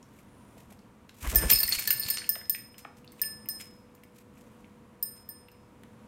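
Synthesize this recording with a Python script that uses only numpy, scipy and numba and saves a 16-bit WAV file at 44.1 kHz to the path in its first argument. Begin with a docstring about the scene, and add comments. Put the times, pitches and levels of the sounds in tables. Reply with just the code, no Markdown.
"""In a quiet, humming room, a parrot flies onto a hanging rope perch close to a phone.
Claws and beak tick on the rope by impact, and feathers rustle on it by friction. Wingbeats buffet
the microphone with pressure pulses and turbulent air. A toy bell on the perch jingles as its clapper
excites pairs of close modes that beat, and the links of its chain clink, rattle and add a thin ring
to each blow. The walls return a dull reverberation of the ticks and the metal."""
import sys
import numpy as np
from scipy import signal
from scipy.fft import rfft, irfft, next_fast_len
from scipy.io import wavfile
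from scipy.ndimage import uniform_filter1d
from numba import njit

SR = 44100
rng = np.random.default_rng(int(sys.argv[2]) if len(sys.argv) > 2 else 0)


def unload_audio(sound):
    """Save the sound as a 16-bit wav file, at the path given as the first command line argument."""
    columns = np.transpose(np.atleast_2d(sound))
    # keep every value between -1 and 1, then stretch to whole-number steps
    steps = np.round(np.clip(columns, -1, 1) * 32767)
    wavfile.write(sys.argv[1], SR, steps.astype(np.int16))


N = 267731
T = np.arange(N) / SR

# Clapper blows: start_s, ring_db, crack_db, hum_note_db, softness_db_per_octave,
# upper_share (of the 9 kHz power, 0 to 1), rim_place (-1 to 1)
CLAPPER_BLOWS = [(1.3484, -35, -23.5, -64, -17, .9, .3), (1.357, -17, -14, -31, -7.5, 0, -0.53),
                 (1.501, -51, -10.5, -33.5, 2, .6, .3), (1.5085, -24, -33, -65, -9, 0.4, .3),
                 (1.513, -15.5, -50, -62, -6, 0.5, -0.3), (1.5314, -19, -38.5, -44.5, 2, .9, .3),
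                 (1.5574, -30.5, -31.5, -44, 10, 0.3, 0.2), (1.5873, -28.5, -47.5, -46.5, 5, 0.1, -0.1),
                 (1.6018, -25.5, -34, -36, -3, 0.7, .3), (1.63, -25, -31.5, -44, -8, 0, 0.5),
                 (1.6777, -35.5, -20, -55, 3, 0.7, -0.1), (1.6899, -27, -37, -60, -3.5, 0, -0.5),
                 (1.7929, -33, -36, -47, -5, .17, 0.3), (1.8746, -27.5, -13, -31.5, -8.5, 0.6, 0.4),
                 (1.905, -21.5, -19, -46, -4.5, 0, 0.97), (1.9272, -26.5, -47, -44, -12, 0, 0.4),
                 (1.9963, -29, -41.5, -44, -3, 0.3, -0.1), (2.0842, -40, -44.5, -62, -10, 0.5, 0.2),
                 (2.1012, -25, -40, -39.5, -2, 0, 0.36), (2.2911, -22, -23, -41.5, -4.5, 0.87, 0.7),
                 (2.4958, -23, -19, -47, -6, 0.6, 0.74), (2.7816, -55.5, -40.5, -67.5, 2, 0.35, .35),
                 (3.12, -60, -43.5, -71, -5, .3, .4), (3.2158, -25.5, -23.5, -37, -1.5, 0.18, 0.46),
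                 (3.487, -31.5, -28, -48.5, 1, 0.35, -0.54), (3.95, -67.5, -49.5, -69, -8, .3, 0.32),
                 (4.0362, -66.5, -47.5, -70.5, -5, 0.32, 0.4), (5.0264, -27.5, -32, -55.5, -6, 0.18, 0.47),
                 (5.2895, -40, -42, -57, -3.5, 0.07, -0.37), (5.5154, -65.5, -58.5, -68, 2.5, 0.06, 0.2)]


def undb(db):
    """Amplitude ratio of a level in decibels."""
    return 10 ** (np.asarray(db, float) / 20)


def level(x, db):
    """Normalisation to an rms level."""
    return x * undb(db) / np.sqrt(np.mean(x ** 2))


def coloured(x, points):
    """Spectral shaping by rows of frequency_hz, gain_db."""
    size = next_fast_len(N)
    hz, db = np.transpose(points)
    bin_hz = np.arange(size // 2 + 1) * SR / size
    gain = undb(np.interp(np.log(bin_hz + 1), np.log(hz), db, left=-80, right=-80))
    return irfft(rfft(x, size) * gain, size)[:N]


def wander(rate_hz):
    """Random modulation: held values, smoothed twice, with a spread near 1."""
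    hold = int(SR / rate_hz)
    steps = np.repeat(rng.standard_normal(N // hold + 1), hold)
    return 1.3 * uniform_filter1d(uniform_filter1d(steps, hold), hold)[:N]


def impulses(start_s, size, fill=0.):
    """Impulse train: one sample set at each event, `fill` elsewhere."""
    track = np.full(N, fill)
    track[(np.asarray(start_s) * SR).astype(int)] = size
    return track


@njit
def mode(push, retained, bend, hz, t60_s):
    """Damped oscillator, driven by `push`, choked where `retained` < 1, detuned by the fraction `bend`."""
    out, state, omega = np.empty(len(push)), 0j, 2 * np.pi * hz / SR
    pole = np.exp(1j * omega - np.log(1000) / (t60_s * SR))
    for i in range(len(push)):
        state = state * pole * retained[i] * (1 + 1j * omega * bend[i]) + push[i] + 1e-18
        out[i] = state.imag
    return out


def snaps(events, decay_ms):
    """Impact transients as decaying band noise, from rows of start_s, peak_db, centre_hz, width_octaves."""
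    out, t = np.zeros(N), np.arange(1536) / SR
    for start_s, peak_db, centre_hz, octaves in events:
        edges_hz = np.clip(centre_hz * 2. ** (np.array([-.5, .5]) * octaves), 50, 20000)
        burst = rng.standard_normal(len(t)) * np.exp(-t * 1000 / decay_ms)
        snap = signal.lfilter(*signal.butter(2, edges_hz, "band", fs=SR), burst)
        i = int(start_s * SR)
        out[i:i + len(t)] += snap * undb(peak_db) / np.abs(snap).max()
    return out


def room_tone(hum_hz=490):
    """Ambient noise floor: gently wavering air and a thin hum that grows after a while."""
    # Spectrum of the air: frequency_hz, relative_db
    air_spectrum = [(15, -28.5), (30, -13.5), (115, -2.5), (166, -8), (212, 1.5), (260, -5.5), (380, -12.5),
                    (600, -15.5), (880, -20), (945, -12), (1020, -16), (1620, -24), (2300, -26.5),
                    (4600, -37.5), (9300, -37.5), (15000, -43.5), (15900, -49)]
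    air = level(coloured(rng.standard_normal(N), air_spectrum) * undb(wander(3)), -55)
    hum = np.sin(2 * np.pi * hum_hz * T + .3 * wander(11)) * undb(wander(6))
    hum_db = np.interp(T, (1.75, 2.05), (-73, -65))
    return air + level(hum, hum_db)


def ticks_and_clinks():
    """Damped impacts: dull claw and beak ticks on the rope, with a few bright clinks of chain links."""
    # Ticks on the rope and clinks of the chain: start_s, peak_db, centre_hz, width_octaves
    contacts = [(.028, -45, 5350, 1.4), (.185, -54, 2260, 0.14), (.57, -47.5, 585, 0.47),
                (.72, -43.5, 580, 0.57), (0.791, -53.5, 4830, .4), (1.0934, -39.5, 2270, 1.4),
                (1.352, -33.5, 290, 0.27), (1.437, -24, 450, 1.6), (1.5243, -21, 2700, 0.25),
                (1.6821, -28.5, 2050, 0.29), (1.714, -30.5, 2310, 0.58), (1.7855, -26, 2390, 0.24),
                (1.9055, -19, 2120, 0.7), (2.1715, -20.5, 2700, 1.84), (2.2175, -34, 2010, 0.62),
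                (2.2425, -35, 2400, 0.29), (2.355, -31, 2050, 1.24), (2.362, -39, 623, 0.48),
                (2.413, -38, 1980, 0.63), (2.455, -42.5, 3000, 1.77), (2.5476, -27.5, 2230, 0.71),
                (2.7432, -43, 2530, 1.1), (2.7816, -38, 3500, 2.9), (2.8485, -37, 2360, 0.47),
                (2.851, -32.5, 1023, 0.78), (2.97, -51, 5000, 1.4), (3.044, -49, 2620, 0.58),
                (3.047, -50, 12000, 0.65), (3.0763, -40.5, 4300, .5), (3.125, -53.5, 1920, 0.34),
                (3.1948, -42, 2700, 0.55), (3.235, -34.5, 2430, 0.4), (3.458, -44, 2330, 0.35),
                (3.459, -39, 13000, .4), (3.6002, -36.5, 2320, 1.5), (3.607, -38.5, 2360, 0.52),
                (3.978, -57, 2520, 0.35), (4.0352, -45, 2489, 0.63), (4.372, -55, 2484, 0.41),
                (4.6442, -46, 2280, 0.63), (5.485, -46, 2400, 0.64), (5.486, -53.5, 12660, 0.13),
                (5.516, -54.5, 5040, 1.2), (5.545, -57, 2400, 0.36), (5.8348, -43.5, 2300, 1.1),
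                (5.8345, -51, 9000, 1.16)]
    return snaps(contacts, decay_ms=2)


def feather_rustle():
    """Friction noise: feathers brush the rope with a grainy sound; a faint high hiss comes and goes."""
    # Feather noise of the landing: time_s, level_db
    landing = [(1.11, -76), (1.2, -55.5), (1.23, -43.5), (1.34, -40), (1.461, -42.5), (1.7, -50),
               (1.86, -55), (1.98, -56.5), (2.28, -67)]
    # Single brushes on the rope: peak_s, level_db, rise_ms, fall_ms
    brushes = [(.028, -77, 3, 28), (.186, -63.5, 60, 40), (.4, -76, 100, 140), (.598, -64, 60, 68),
               (.714, -62.5, 6, 36), (1.092, -55.5, 2.5, 12), (1.36, -46, 9, 23), (1.502, -20.5, 3, 20.4),
               (1.73, -34.5, 15, 25), (1.784, -35, 22, 50), (1.876, -46, 8, 61), (2.085, -39, 25, 76),
               (2.55, -48, 4, 16), (2.788, -52, 4, 23), (2.975, -62, 4, 25), (3.191, -58, 16.7, 43),
               (3.604, -41.5, 4.4, 18), (3.66, -65, 19, 95), (4.18, -58, 21, 28), (4.4, -67, 52, 120),
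               (4.6, -74.5, 26.6, 38), (5.17, -62, 11, 39)]
    # Spectrum of the friction: frequency_hz, relative_db
    friction_spectrum = [(700, -15.5), (2400, 2.5), (4500, -5), (7500, 0), (10500, -3.5), (12900, 0),
                         (15000, -11), (15900, -10)]
    envelope = undb(np.interp(T, *np.transpose(landing), left=-120, right=-120))
    for peak_s, db, rise_ms, fall_ms in brushes:
        slope_ms = np.where(T < peak_s, rise_ms, fall_ms)
        envelope += undb(db) * np.exp(-np.abs(T - peak_s) * 1000 / slope_ms)
    hiss = coloured(rng.standard_normal(N), [(8200, -28), (8900, -4.5), (10000, 0), (10800, -25)])
    hiss_fade = np.interp(T, (.22, .33, .55, .62), (0, 1, 1, 0))
    grain = undb(4 * wander(300))
    friction = level(coloured(rng.standard_normal(N) * grain, friction_spectrum), 0)
    return friction * envelope + level(hiss, -74.5) * hiss_fade


def wingbeats(beat_hz=11, crest_s=1.438):
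    """Near-field pressure pulses from the downstrokes, in turbulence that swells once a wingbeat."""
    # Gusts on the microphone: centre_s, peak_db, pitch_hz, half_width_ms
    gusts = [(1.241, -33, 70.6, 13), (1.286, -23.5, 52, 16), (1.336, -29, 83.96, 6.9),
             (1.379, -20.5, 50, 19), (1.464, -22.5, 54, 14), (1.537, -38.5, 113, 22),
             (1.56, -34.5, 47.16, 24), (1.654, -38, 55, 8.6), (1.778, -39.5, 45, 7.8),
             (1.962, -41, 122, 11), (2.061, -36.5, 105, 5.4)]
    # Air off the wings, before the swell of each beat: time_s, low_db, mid_db
    rush = [(1.17, -73, -100), (1.236, -49, -50), (1.36, -37, -40.5), (1.44, -40, -42), (1.52, -43, -42.5),
            (1.58, -56.5, -57.5), (1.84, -60, -63), (2.05, -65, -66), (2.15, -78, -73.5)]
    # Spectra of the low and middle turbulence: frequency_hz, relative_db
    low_spectrum = [(60, 3), (130, 3.5), (300, -1), (600, -5.5), (1000, -14.5)]
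    mid_spectrum = [(600, -10.5), (1000, 3), (1600, 1), (2500, -3.5), (3800, -16.5)]
    out = np.zeros(N)
    for centre_s, db, hz, half_width_ms in gusts:
        t = T - centre_s
        out += undb(db) * np.exp(-(t * 1000 / half_width_ms) ** 2) * np.cos(2 * np.pi * hz * t)
    low = level(coloured(rng.standard_normal(N) * undb(2 * wander(40)), low_spectrum), 0)
    mid = level(coloured(rng.standard_normal(N) * undb(4.6 * wander(90)), mid_spectrum), 0)
    time_s, low_db, mid_db = np.transpose(rush)
    beat = np.cos(2 * np.pi * beat_hz * (T - crest_s))
    for band, db, swell_db in ((low, low_db, 5.5), (mid, mid_db, 3.5)):
        out += band * undb(np.interp(T, time_s, db, left=-120, right=-120) + swell_db * beat)
    return out


def bell_and_chain_ring(onset_t60_s=.004):
    """Mode splitting: twin bell modes ring and beat; a thin 13 kHz chain ring sounds with each blow."""
    # Bell modes, and the chain ring at 13.1 kHz: pitch_hz, twin_hz,
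    # family (0-5: hum note, 5 kHz, lower and upper 9 kHz, 12 kHz, 15 kHz)
    pair_pitches = [(1750, 1772, 0), (5134, 5116, 1), (8753, 8774, 2), (8918, 8936, 3), (12105, 12085, 4),
                    (12122, 12180, 4), (12770, 12560, 4), (13112, 13135, 4), (13770, 13900, 4),
                    (15345, 15372, 5), (15645, 15300, 5), (11600, 11950, 4)]
    # Damping and strength of the same pairs: t60_s, twin_t60_s, gain_db
    pair_decays = [(.5, .09, 0), (.55, .45, 4), (.4, .33, 2.5), (.22, .15, 0), (.19, .12, 1), (.06, .04, 1),
                   (.12, .12, -14), (.22, .1, -15), (.06, .06, -18.5), (.13, .06, 5), (.08, .08, -5),
                   (.1, .1, -21.5)]
    start_s, ring_db, _, hum_note_db, softness, upper_share, place = np.transpose(CLAPPER_BLOWS)

    def tilted_db(pair, offset_db):
        """Spectral tilt about the 12 kHz ring: a softer blow favours lower modes."""
        return ring_db + offset_db + softness * np.log2(pair_pitches[4][0] / pair_pitches[pair][0])

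    upper_share = np.clip(upper_share, .005, .995)
    lower_db = tilted_db(2, -6) + 10 * np.log10(1 - upper_share)
    upper_db = tilted_db(2, -6) + 10 * np.log10(upper_share)
    family_db = (hum_note_db, tilted_db(1, -7), lower_db, upper_db, ring_db, tilted_db(9, -9))
    # on one side of a node the twins start in phase, on the other in antiphase
    twin_weights = (.75, .7 * place, place, place, .5, .5)
    retained = impulses(start_s, .4, fill=1.)  # each blow chokes the old ring
    bend = .00063 * wander(12)  # swinging bends the pitch a little
    out = np.zeros(N)
    for (pitch_hz, twin_hz, family), (t60_s, twin_t60_s, gain_db) in zip(pair_pitches, pair_decays):
        strength, twin = undb(family_db[family] + gain_db), twin_weights[family]
        for weight, hz, decay_s in ((np.sqrt(1 - twin ** 2), pitch_hz, t60_s), (twin, twin_hz, twin_t60_s)):
            push = impulses(start_s, strength * weight)
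            out += mode(push, retained, bend, float(hz), decay_s)
            out -= mode(push, retained, bend, float(hz), onset_t60_s)  # cancels the hard start
    # a body this small radiates no bass
    return signal.sosfilt(signal.butter(2, 1400, "high", fs=SR, output="sos"), out)


def clapper_cracks(centre_hz=8000, octaves=1.7):
    """Hard contact: metal on metal gives a bright, broad transient at each clapper blow."""
    cracks = [(start_s, crack_db, centre_hz, octaves) for start_s, _, crack_db, *_ in CLAPPER_BLOWS]
    return snaps(cracks, decay_ms=2.5)


def chain_rattle(hits_per_s=150, scatter_db=5, settle_ms=74.3):
    """Impact excitation: hard knocks, and random collisions that die after each tug, ring the links."""
    # Tugs on the chain: start_s, strength_db
    tugs = [(1.498, -40), (1.72, -45), (1.876, -33), (2.03, -44.5), (2.09, -49)]
    # Hardest knocks between links: start_s, strength_db
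    knocks = [(1.5015, -18.5), (1.5239, -29.5), (1.5512, -23), (1.5755, -23), (1.6033, -22.5),
              (1.634, -17.5), (1.7237, -19.5), (1.729, -25.5), (1.7559, -32.5), (1.9148, -35),
              (2.0272, -35.5), (2.035, -28), (2.0637, -28), (2.0889, -22.5), (2.1837, -27.5)]
    # Modes of the links: pitch_hz, t60_s, gain_db
    link_modes = [(4405, .05, -6.5), (4387, 0.029, -10.5), (4200, 0.035, -19.5), (4630, .03, -10.5),
                  (4800, 0.018, -16), (2700, 0.039, -22.5), (2203, 0.039, -25.5), (6870, 0.032, -16.5),
                  (12790, .04, -15)]
    shake = sum(undb(db) * (T > s) * np.exp(-np.abs(T - s) * 1000 / settle_ms) for s, db in tugs)
    hits = (rng.random(N) < hits_per_s / SR) * undb(scatter_db * rng.exponential(size=N) - 1)
    knock_s, knock_db = np.transpose(knocks)
    push = hits * shake + impulses(knock_s, undb(knock_db))
    out = np.zeros(N)
    for hz, t60_s, gain_db in link_modes:
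        share = 1 + .73 * rng.standard_normal(N)  # every contact lands elsewhere on the mode shape
        bend = .006 * wander(40)  # no two links ring quite alike
        out += undb(gain_db) * mode(push * share, np.ones(N), bend, float(hz), t60_s)
    return out


def reverberation(x, t60_s=.42, cutoff_hz=9700, gain_db=-7):
    """Diffuse reflection: the walls return an exponential tail, duller than the direct sound."""
    t = np.arange(SR // 2) / SR
    tail = rng.standard_normal(len(t)) * np.exp(-np.log(1000) * t / t60_s) * (t > .003)
    tail = signal.lfilter(*signal.butter(1, cutoff_hz, fs=SR), tail)
    return signal.fftconvolve(x, tail * undb(gain_db) / np.sqrt(np.sum(tail ** 2)))[:N]


def scene():
    """Superposition of the perch sounds, their reverberation, feathers, wings and room tone."""
    ring, chain, ticks, cracks = bell_and_chain_ring(), chain_rattle(), ticks_and_clinks(), clapper_cracks()
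    walls = reverberation(chain + cracks + undb(-8) * ring + undb(-1) * ticks)
    return (ring + chain + cracks + ticks + walls + feather_rustle() + wingbeats() + room_tone())[None]


def record(dry):
    """Band limiting: the phone cuts off steeply above 16.9 kHz."""
    return signal.sosfilt(signal.ellip(10, .3, 70, 16900, fs=SR, output="sos"), dry)


dry = scene()
out = record(dry)
unload_audio(out)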